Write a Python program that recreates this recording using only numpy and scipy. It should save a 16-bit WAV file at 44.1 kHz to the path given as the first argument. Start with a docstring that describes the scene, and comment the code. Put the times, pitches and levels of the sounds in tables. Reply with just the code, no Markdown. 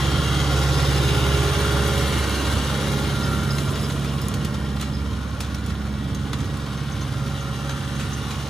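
"""A four-cylinder diesel tractor approaches at steady revs with a rotary tiller: exhaust pulses drone,
firings make the block knock, gears whine and blades rumble through dry soil. After two seconds it
passes side-on; the tiller's loose flap starts to chatter and small clods fly. As the tractor turns
away its body shadows the engine, dry steel squeaks, and clods and stones strike the hood amid a few
crisp, high cracks. From six seconds on, farther off across the field, a loose pin clinks."""
import sys
import numpy as np
from scipy import signal
from scipy.fft import rfft, irfft, next_fast_len
from scipy.io import wavfile

SR = 44100
rng = np.random.default_rng(int(sys.argv[2]) if len(sys.argv) > 2 else 0)


def inscribe(sig):
    """Save sig as 16-bit PCM at rate SR to the path in sys.argv[1].

    A 1-D sig is mono; a 2-D sig holds one channel per row.
    Samples are clipped to [-1, 1] before scaling.
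    """
    pcm = np.round(np.clip(np.atleast_2d(sig).T, -1, 1) * 32767)
    wavfile.write(sys.argv[1], SR, pcm.astype(np.int16))


N = 374409
TIME = np.arange(N) / SR

# The tractor's path: time_s, distance_m, view_deg (0 from the nose, 90 side-on, 180 from behind)
TRACTOR_PATH = [(0, 12.1, 48.3), (1, 10.57, 64.4), (2, 10.52, 95.6), (3, 11, 124.5), (4, 10.8, 155.3),
                (5.5, 14.45, 185), (6.5, 14, 160.5), (7.2, 16.9, 140), (8.49, 17.5, 126.4)]
# Engine speed: time_s, firing_rate_hz
FIRING_RATE = [(0, 69.85), (1.2, 69.7), (2, 69.5), (4.2, 69.5), (5.6, 69.25), (6.3, 69.7), (7.2, 68.6),
               (7.8, 69.1), (8.49, 69.55)]
# Directivity of the three lowest firing harmonics: view_deg, first_db, second_db, third_db
EXHAUST_DIRECTIVITY = [(45, -23.5, -23, -32.5), (73.5, -24, -25, -47), (90.6, -23.5, -29, -34),
                       (106, -26, -37, -37.5), (116.8, -28.5, -27.5, -31.5), (140, -29.5, -25.5, -35.5),
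                       (162.4, -31, -29.5, -34.5), (176, -26, -31, -31.5), (180.7, -27, -37, -37)]
# Tones from unequal cylinders: multiple_of_cycle_rate, front_db, rear_db
UNEVEN_ORDERS = [(5, -37, -51), (6, -42, -42.5), (9, -37.5, -49), (10, -39.5, -48.5), (11, -47, -60),
                 (13, -53, -44.5), (14, -58, -42), (16, -60, -42.5), (17, -42, -47), (18, -41.5, -55),
                 (19, -48, -56.5), (23, -48, -68), (26, -48.5, -50.5), (27, -52, -53.5), (29, -46, -58.5),
                 (30, -51, -67)]
# The seventh cycle harmonic, which beats with the second firing harmonic: time_s, level_db
CHUG_LEVEL = [(0, -34.5), (1, -29), (2, -30), (2.5, -41), (6.3, -44), (7.1, -33.5), (7.5, -38.5),
              (8.49, -37)]
# Spectra of the engine's drone, block knock and valve tick: frequency_hz, relative_db
DRONE_SPECTRUM = [(130, -24), (230, -6.5), (330, 0.5), (430, -5), (520, -5.5), (610, -6), (680, -13),
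                  (900, -12.5), (1500, -34)]
KNOCK_SPECTRUM = [(500, -25), (690, -10), (800, -2.5), (910, -7.5), (1060, 0.5), (1220, -1.5), (1400, -1),
                  (1600, -6), (1750, -7.5), (1920, -6.5), (2250, -9), (2600, -16.5), (3200, -60)]
TICK_SPECTRUM = [(1800, -5), (2550, -8), (2800, 2.5), (3020, 0), (3300, 3), (3530, -2), (3720, 1.5),
                 (4600, -4.5), (5600, -6.5), (6400, -5.5), (7400, -12), (8800, -9), (11500, -11),
                 (14000, -15)]
# Modes of the thin engine covers: pitch_hz, bandwidth_hz, gain_over_tick_db, aim_deg
COVER_MODES = [(2830, 110, -4, 48), (3200, 150, 2.5, 50), (3000, 160, -1, 69), (3690, 80, 3.5, 67),
               (3370, 160, -2, 83), (2810, 300, -5.5, 108), (4250, 160, -4, 100), (5060, 130, 0, 62)]
# Directivity of the drive's tones: view_deg, gearbox_hum_db, tiller_mesh_db, howl_db
GEAR_DIRECTIVITY = [(45, -41, -42, -44), (57, -38, -37.5, -43), (68, -31.5, -43, -45),
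                    (92, -30, -35.5, -37), (103, -43, -55, -44), (113, -45, -58, -50), (122, -34, -50, -48),
                    (128, -36, -39, -44), (134, -38.5, -32.5, -38.5), (141, -42, -34.5, -40),
                    (145, -48, -41, -42.5), (151, -51, -41, -48), (158, -52, -49, -49),
                    (186, -53, -47, -55)]
# Wavering gear and fan tones: pitch_hz, bandwidth_hz, level_over_knock_db
WHINE_TONES = [(810, 23, -22), (1405, 23, -16), (1893, 36, -18), (2210, 19, -24.5), (3775, 24, -18),
               (5160, 200, -16), (8200, 67, -18.5)]
# The tiller's gear mesh: time_s, pitch_hz
MESH_CURVE = [(0, 1402), (1.8, 1394), (3.3, 1385), (7, 1379), (7.4, 1374), (7.9, 1388), (8.49, 1402)]
# Spectra of churned soil, sprayed fine earth and settling dust: frequency_hz, relative_db
RUMBLE_SPECTRUM = [(15, -30), (33, -23), (50, -9), (70, -3.5), (95, 5), (125, -1), (165, -2), (210, -6),
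                   (270, -8.5), (350, -20), (450, -20), (560, -36.5)]
SPRAY_SPECTRUM = [(3000, -41), (7000, 4.5), (10500, 9.5), (14000, 4)]
DUST_SPECTRUM = [(7000, -16), (11500, 0), (14000, 4)]
# Modes of the tiller's sheet-steel hood: pitch_hz, bandwidth_hz, gain_db
HOOD_MODES = [(564, 150, -1), (900, 200, -3), (1290, 100, 10), (2800, 110, -3.5), (3460, 150, 9.5),
              (4000, 150, 9), (6350, 76, 2), (6520, 96, 2.5)]
# Spectrum of the loose flap: frequency_hz, relative_db
FLAP_SPECTRUM = [(2400, -11), (2850, 3.5), (3500, 2), (4300, -4), (5200, -29)]
# Big clods bursting on the hood: start_s, relative_db, t60_s
CLOD_HITS = [(3.582, -25.5, 0.049), (3.752, -30, .09), (3.897, -28, 0.081), (4.046, -29, 0.049),
             (4.541, -32, 0.04), (4.685, -36, 0.045), (4.796, -32, .07), (4.816, -32, 0.15),
             (5.419, -35, 0.2), (5.695, -34, 0.066), (6.33, -30.5, 0.045), (6.403, -35.5, .06),
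             (6.54, -32, 0.026), (7.258, -30.5, 0.08), (7.69, -29, 0.09), (7.989, -29.5, .16),
             (8.131, -32.5, 0.035), (8.303, -30, 0.12)]
# Rubs of dry steel on the tiller: start_s, length_s, level_db
STEEL_RUBS = [(3.232, .035, -37.5), (3.503, .017, -28), (3.543, .02, -42), (3.738, .012, -38),
              (3.79, .012, -36.5), (3.825, .04, -39.5), (4.07, .03, -43.5), (4.168, .02, -46),
              (4.208, .03, -41.5), (4.648, .015, -47), (4.85, .02, -47), (4.935, .03, -42.5),
              (4.98, .02, -47)]
# Crisp high cracks, two on their own, three the sharp top of stone hits: start_s, relative_db, t60_s
BRIGHT_CRACKS = [(4.214, -34.5, .06), (4.2843, -17.5, 0.004), (4.341, -36, .025), (4.448, -36, .025),
                 (5.405, -32, .025)]
# Stones cracking against the blades: start_s, relative_db, t60_s, hood_drive_db
STONE_HITS = [(4.339, -31.5, .04, -7), (4.447, -32.5, .045, -9), (4.809, -29, .05, -11),
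              (5.403, -26.5, .05, -13), (5.544, -32.5, .035, -14), (5.66, -38, .05, -12),
              (6.147, -34, .025, 3), (6.571, -35, .02, -6)]
# Jolts of the loose pin: start_s, level_db
PIN_JOLTS = [(6.148, -34), (6.403, -39), (6.456, -42), (6.772, -42), (6.92, -36), (7.014, -35),
             (7.408, -35), (7.704, -38), (7.959, -38), (8.131, -34), (8.304, -41)]
# Modes of the pin: pitch_hz, gain_db, t60_s
PIN_MODES = [(5730, -8, .03), (6350, -1.5, 0.073), (6560, -12, .03)]
# Sound scattered by ground and bushes: frequency_hz, relative_db
SCATTER_SPECTRUM = [(100, -44), (250, -21), (500, -6), (1000, -9), (2000, -3.5), (4000, -6.5), (9000, -3),
                    (12000, -30.5)]
# Level difference between two close microphones: frequency_hz, left_minus_right_db
STEREO_LEVEL = [(60, -2.5), (130, -3), (250, -4), (500, -2), (1000, 1.5), (1400, -0.5), (1900, 5),
                (2700, 0.5), (4200, 1), (5200, -3.5), (7500, 1.5), (8400, -3), (10000, 0)]
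# Their phase difference: frequency_hz, left_lead_rad
STEREO_PHASE = [(100, -.1), (450, -.2), (650, .5), (1000, -.35), (2100, -.4), (3000, .7), (4100, 0),
                (4800, .5), (5250, 2), (5700, .3), (7000, .3), (7900, -.7), (8400, -3.3), (9400, -4.2),
                (9750, -6.2), (10600, -6.5), (11400, -9.3), (12300, -9.5), (13200, -12.5), (13900, -12.7),
                (14700, -15.7)]

REFERENCE_M = 10   # distance at which the spreading gain is 0 dB
HUM_HZ, SHAFT_HZ, SQUEAK_HZ = 408.7, 1458, 5080
COVER_BEAM_DEG, SHAFT_BEAM_DEG, SPRAY_AIM_DEG = 8, 43, 108
FLANK_DEG, FLANK_WIDTH_DEG = 102, 4   # where the rear's timbre takes over, and how gradually
HARD_RISE, SOFT_RISE = .025, .05   # a burst's attack as a share of its t60


def from_db(db):
    """Amplitude ratio: tenfold for every 20 dB."""
    return 10 ** (np.asarray(db) / 20)


def rms_one(x):
    """Normalisation to unit power."""
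    return x / np.sqrt(np.mean(x ** 2) + 1e-20)


def in_time(rows):
    """Linear interpolation of each column at every sample."""
    times, *columns = np.transpose(rows)
    return [np.interp(TIME, times, column) for column in columns]


def at_hz(points, hz):
    """Interpolation on a logarithmic frequency axis."""
    known_hz, values = np.transpose(points)
    return np.interp(np.log(hz), np.log(known_hz), values)


def filtered(x, response):
    """Linear filtering: the spectrum is multiplied by response(hz)."""
    size = next_fast_len(N + 8192, real=True)
    hz = np.maximum(np.arange(size // 2 + 1) * SR / size, 1)
    return irfft(rfft(x, size) * response(hz), size)[..., :N]


def coloured(x, spectrum):
    """Spectral shaping to unit power, with a steep roll-off an octave beyond each end."""
    low_hz, high_hz = spectrum[0][0] / 2, 2 * spectrum[-1][0]
    roll_off = lambda hz: 1 + (hz / high_hz) ** 4 + (low_hz / hz) ** 4
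    return rms_one(filtered(x, lambda hz: from_db(at_hz(spectrum, hz)) / roll_off(hz)))


def resonance(x, hz, width_hz):
    """A damped resonator with unit gain at its peak."""
    r = np.exp(-np.pi * width_hz / SR)
    feedback = [1, -2 * r * np.cos(2 * np.pi * hz / SR), r * r]
    return signal.lfilter(np.array([1, 0, -1]) * (1 - r * r) / 2, feedback, x + 1e-18)


def drift(rate_hz):
    """Random modulation: unit-power noise, low-passed at rate_hz."""
    step = 40
    r = np.exp(-2 * np.pi * rate_hz * step / SR)
    slow = signal.lfilter([1], [1, -2 * r, r * r], rng.standard_normal(N // step + 2002))[2000:]
    return np.interp(np.arange(N) / step, np.arange(len(slow)), rms_one(slow))


def wavering(turns, width_hz):
    """Narrow-band noise: two random amplitudes in quadrature."""
    phase = 2 * np.pi * turns
    return rms_one(drift(width_hz) * np.cos(phase) + drift(width_hz) * np.sin(phase))


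def tone(turns, flutter):
    """A sinusoid near unit power, with slight amplitude and phase modulation."""
    phase = 2 * np.pi * turns + flutter * drift(.71)
    return np.sqrt(2) * (1 + flutter * drift(3.9)) * np.sin(phase)


def view_angle():
    """Angle of radiation: degrees between the tractor's nose and the listener."""
    return in_time(TRACTOR_PATH)[1]


def spreading(loss_db_per_m=0):
    """Gain in dB from spherical spreading and absorption by soft soil and bushes."""
    metres, _ = in_time(TRACTOR_PATH)
    return -20 * np.log10(metres / REFERENCE_M) - loss_db_per_m * (metres - REFERENCE_M)


def beamed(pattern):
    """Directivity and spreading set each tone's level in dB along the path."""
    angles, *columns = np.transpose(pattern)
    return spreading() + np.array([np.interp(view_angle(), angles, column) for column in columns])


def shadowed(front_db, hidden_db, loss_db_per_m=0):
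    """Level in dB after spreading and the acoustic shadow behind wheels and body."""
    shadow = np.sin(np.radians(view_angle()) / 2) ** 10
    return front_db + spreading(loss_db_per_m) - hidden_db * shadow


def rear_share():
    """Line of sight: the rear's share of the sound rises as the flank goes by."""
    return .97 / (1 + np.exp((FLANK_DEG - view_angle()) / FLANK_WIDTH_DEG))


def exhaust(cycle):
    """Harmonic series: four puffs a cycle give the main tones; unequal cylinders fill in between."""
    rear = rear_share()
    firing = -sum(from_db(db) * tone(4 * harmonic * cycle, flutter=.1)
                  for harmonic, db in enumerate(beamed(EXHAUST_DIRECTIVITY), 1))
    uneven = sum(from_db(front + rear * (back - front)) * tone(order * cycle + rng.random(), flutter=.25)
                 for order, front, back in UNEVEN_ORDERS)
    chug = from_db(in_time(CHUG_LEVEL)[0]) * tone(7 * cycle, flutter=.15)
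    return firing + chug + from_db(spreading()) * uneven


def impacts(cycle, regular, punch, lope_db):
    """Cyclostationary noise: impacts swell at each firing, and a regular share repeats every cycle."""
    period = int(SR * 4 / FIRING_RATE[0][1])
    first, second = rng.standard_normal((2, period))[:, (cycle % 1 * period).astype(int)]
    blend = 1.33 * TIME   # the pattern changes as the engine shows a new side
    repeating = first * np.cos(blend) + second * np.sin(blend)
    noise = np.sqrt(regular) * repeating + np.sqrt(1 - regular) * rng.standard_normal(N)
    since_firing = 4 * cycle % 1
    return noise * (1 + punch * np.exp(-since_firing)) * from_db(lope_db * np.cos(2 * np.pi * cycle))


def engine(cycle, knock_db):
    """Forced vibration: firings shake block and valve gear, and each cover beams its own resonance."""
    drone = coloured(impacts(cycle, regular=.3, punch=.22, lope_db=0), DRONE_SPECTRUM)
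    drone *= from_db(shadowed(-30, hidden_db=6.5, loss_db_per_m=.67))
    knock = coloured(impacts(cycle, regular=.08, punch=1.15, lope_db=.8), KNOCK_SPECTRUM)
    knock *= from_db(knock_db)
    knock -= .5 * rear_share() * resonance(knock, 2050, 320)   # wheels and cab hide the harsh band
    valves = impacts(cycle, regular=.05, punch=.55, lope_db=.8) * from_db(2.2 * np.tanh(drift(200)))
    tick = from_db(shadowed(-32, hidden_db=11.5)) * coloured(valves, TICK_SPECTRUM)
    angle = view_angle()
    covers = sum(from_db(db) * np.exp(-((angle - aim) / COVER_BEAM_DEG) ** 2) * resonance(tick, hz, width)
                 for hz, width, db, aim in COVER_MODES)
    return drone + knock + tick + covers


def gears(cycle, knock_db):
    """Periodic tooth contact radiates tones; the tiller's mesh throbs once per engine cycle."""
    engine_s = cycle / cycle[-1] * TIME[-1]   # a clock that follows the engine speed
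    beyond_m = in_time(TRACTOR_PATH)[0] - REFERENCE_M
    loss_db = np.outer((1.6, 1.25, .85), beyond_m)
    hum_db, mesh_db, howl_db = beamed(GEAR_DIRECTIVITY) - loss_db
    whines = sum(from_db(knock_db + db) * wavering(hz * engine_s, width) for hz, width, db in WHINE_TONES)
    hum = from_db(hum_db) * tone(HUM_HZ * engine_s + .053 * drift(5.4), flutter=.08)
    throb = 1 + .3 * np.cos(2 * np.pi * cycle)
    mesh_turns = np.cumsum(in_time(MESH_CURVE)[0]) / SR
    mesh = from_db(mesh_db + 2 * drift(20)) * throb * tone(mesh_turns + .13 * drift(14), flutter=.15)
    howl = from_db(howl_db) * tone(32 * cycle + .14 * drift(6), flutter=.3)
    astern = np.exp(-((view_angle() - 180) / SHAFT_BEAM_DEG) ** 2)
    shaft = from_db(-51 + spreading()) * astern * wavering(SHAFT_HZ * engine_s, width_hz=5.1)
    return whines + hum + mesh + howl + shaft


def hood(force):
    """Modal response: each mode's share wanders, as it depends on where the hood is hit."""
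    return sum(resonance(force * from_db(db + 5 * np.tanh(drift(15))), hz, width)
               for hz, width, db in HOOD_MODES)


def tiller(fines_per_s=3000, grit_per_s=150):
    """Random impacts sum to noise: blades churn soil, spray earth and fling grit; dust settles."""
    bite_db = 1.5 * drift(3.5)   # varies with the soil
    rumble_db = shadowed(-28.5, hidden_db=-.5) + bite_db   # radiates slightly more to the rear
    rumble = from_db(rumble_db) * coloured(rng.standard_normal(N), RUMBLE_SPECTRUM)
    clumps = from_db(5 * np.tanh(drift(25)))
    fines = (rng.random(N) < fines_per_s / SR) * rng.standard_normal(N) * clumps
    grit = (rng.random(N) < grit_per_s / SR) * rng.uniform(-1, 1, N) * clumps
    dust = from_db(-60 + spreading()) * coloured(rng.standard_normal(N), DUST_SPECTRUM)
    off_axis = np.sin(np.radians(view_angle() - SPRAY_AIM_DEG)) ** 2   # spray exits the hood's open sides
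    spray = from_db(-37 + spreading(loss_db_per_m=7.5) - 7 * off_axis) * coloured(fines, SPRAY_SPECTRUM)
    patter = from_db(shadowed(-42, hidden_db=16)) * rms_one(hood(grit))
    return rumble + dust + spray + patter


def flap_chatter(knocks_per_s=400):
    """Shot noise: a loose flap knocks on the hood, heard from the side and behind."""
    knocks = (rng.random(N) < knocks_per_s / SR) * rng.uniform(-.48, 1, N)
    knocks *= from_db(2.2 * np.tanh(drift(21)))
    end_on = np.cos(np.radians(view_angle())) ** 2
    return rear_share() * from_db(-40.5 + spreading() - 8.5 * end_on) * coloured(knocks, FLAP_SPECTRUM)


def bursts(events, band_hz, rise, trickle_per_s=1500):
    """Exponential decay: each blow crumbles in uneven lumps and sheds a longer trickle of grit."""
    sound = np.zeros(N)
    band = signal.butter(1, band_hz, "band", fs=SR, output="sos")
    lumps = rms_one(from_db(5 * np.tanh(drift(220))))
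    grains = rng.standard_normal(N) * (rng.random(N) < .25) * lumps
    grit = rng.choice([-1, 1], N) * (rng.random(N) < trickle_per_s / SR)
    for start_s, db, t60 in events:
        start = int(start_s * SR)
        span = slice(start, min(N, start + SR // 4))
        age = TIME[span] - TIME[start]
        crumble = grains[span] * from_db(-60 * age / t60)
        trickle = grit[span] * from_db(-6.5 - 60 * age / (3.5 * t60))
        attack = 1 - np.exp(-age / (rise * t60))
        sound[span] += from_db(db + 14) * signal.sosfilt(band, (crumble + trickle) * attack)
    return sound


def crumbs(per_s=7, t60=.04):
    """A Poisson process of small clods, heard as the rear shows: rows of start_s, relative_db, t60_s."""
    level_db = -36 + spreading()
    starts = np.flatnonzero(rng.random(N) < per_s * rear_share() / SR)
    return [(i / SR, level_db[i] + 2.5 * rng.standard_normal(), t60) for i in starts]


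def debris():
    """Impact excitation: dull clods and sharper stones ring the hood; the highest cracks do not."""
    earth = bursts(CLOD_HITS + crumbs(), band_hz=(470, 3600), rise=SOFT_RISE)
    cracks = bursts(BRIGHT_CRACKS, band_hz=(6500, 15000), rise=HARD_RISE)
    stone_band_hz = (300, 8500)
    stones = bursts([row[:3] for row in STONE_HITS], stone_band_hz, HARD_RISE)
    hood_hits = [(start_s, db + drive_db, t60) for start_s, db, t60, drive_db in STONE_HITS]
    blows = bursts(hood_hits, stone_band_hz, HARD_RISE)
    return earth + cracks + stones + hood(blows + from_db(-7) * earth)


def squeaks(attack_s=.002, ring_t60=.6):
    """Stick-slip friction: dry steel catches, sings on one ragged note and rings on faintly."""
    power = 0
    for start_s, length_s, db in STEEL_RUBS:
        age = np.maximum(TIME - start_s, 0)
        rub = np.exp(-np.minimum(age / length_s, 2) ** 4)
        ring = from_db(-17 - 60 * age / ring_t60)
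        power += (from_db(db) * age / (age + attack_s) * np.maximum(rub, ring)) ** 2
    note = tone(SQUEAK_HZ * TIME + .067 * drift(70), flutter=.1)
    return np.sqrt(power) * note * from_db(3.5 * np.tanh(drift(120)))


def pin_clinks():
    """Free vibration: each jolt rings the pin's damped modes in a slightly different balance."""
    sound = np.zeros(N)
    for start_s, db in PIN_JOLTS:
        start = int(start_s * SR)
        age = TIME[:min(N - start, SR // 4)]
        for hz, mode_db, t60 in PIN_MODES:
            decay = from_db(db + mode_db + rng.standard_normal() - 60 * age / t60)
            sound[start:start + len(age)] += decay * np.sin(2 * np.pi * hz * age)
    return sound


def field(direct, scatter_db, t60, renew_s=.3):
    """Multipath propagation: direct sound and changing echoes reach two close microphones."""
    age = TIME[:SR // 4]
    hop = int(renew_s * SR)   # new echo paths as the tractor moves on
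    fade = signal.windows.cosine(2 * hop)
    source = filtered(direct, lambda hz: from_db(at_hz(SCATTER_SPECTRUM, hz) + scatter_db))
    source = np.pad(source, (hop, 2 * hop))
    scattered = np.zeros((2, len(source) + len(age)))
    for start in range(0, N + hop, hop):
        echoes = rng.standard_normal((2, len(age))) * from_db(-60 * age / t60)
        echoes /= np.sqrt(np.sum(echoes ** 2, axis=1, keepdims=True))
        piece = signal.fftconvolve([source[start:start + 2 * hop] * fade], echoes, axes=1)
        scattered[:, start:start + piece.shape[1]] += piece
    sides = np.array([[.5], [-.5]])
    pair = lambda hz: from_db(sides * at_hz(STEREO_LEVEL, hz)) * np.exp(1j * sides * at_hz(STEREO_PHASE, hz))
    return filtered(direct + scattered[:, hop:hop + N], pair)


def scene():
    """Superposition of tractor and tiller in the open field."""
    firing_hz, = in_time(FIRING_RATE)
    cycle = np.cumsum(firing_hz / 4) / SR   # four-stroke cycles elapsed
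    knock_db = shadowed(-31.5, hidden_db=7.5)
    machine = exhaust(cycle) + engine(cycle, knock_db) + tiller() + flap_chatter()
    tones = gears(cycle, knock_db) + squeaks()
    strikes = debris() + pin_clinks()
    return (field(machine, scatter_db=2, t60=.14)
            + field(tones, scatter_db=-7, t60=.3)
            + field(strikes, scatter_db=1, t60=.11))


def record(dry, cutoff_hz=14800):
    """Band limiting: a steep low-pass filter cuts the top of the treble."""
    return signal.sosfilt(signal.ellip(10, .2, 80, cutoff_hz, fs=SR, output="sos"), dry)


dry = scene()
out = record(dry)
inscribe(out)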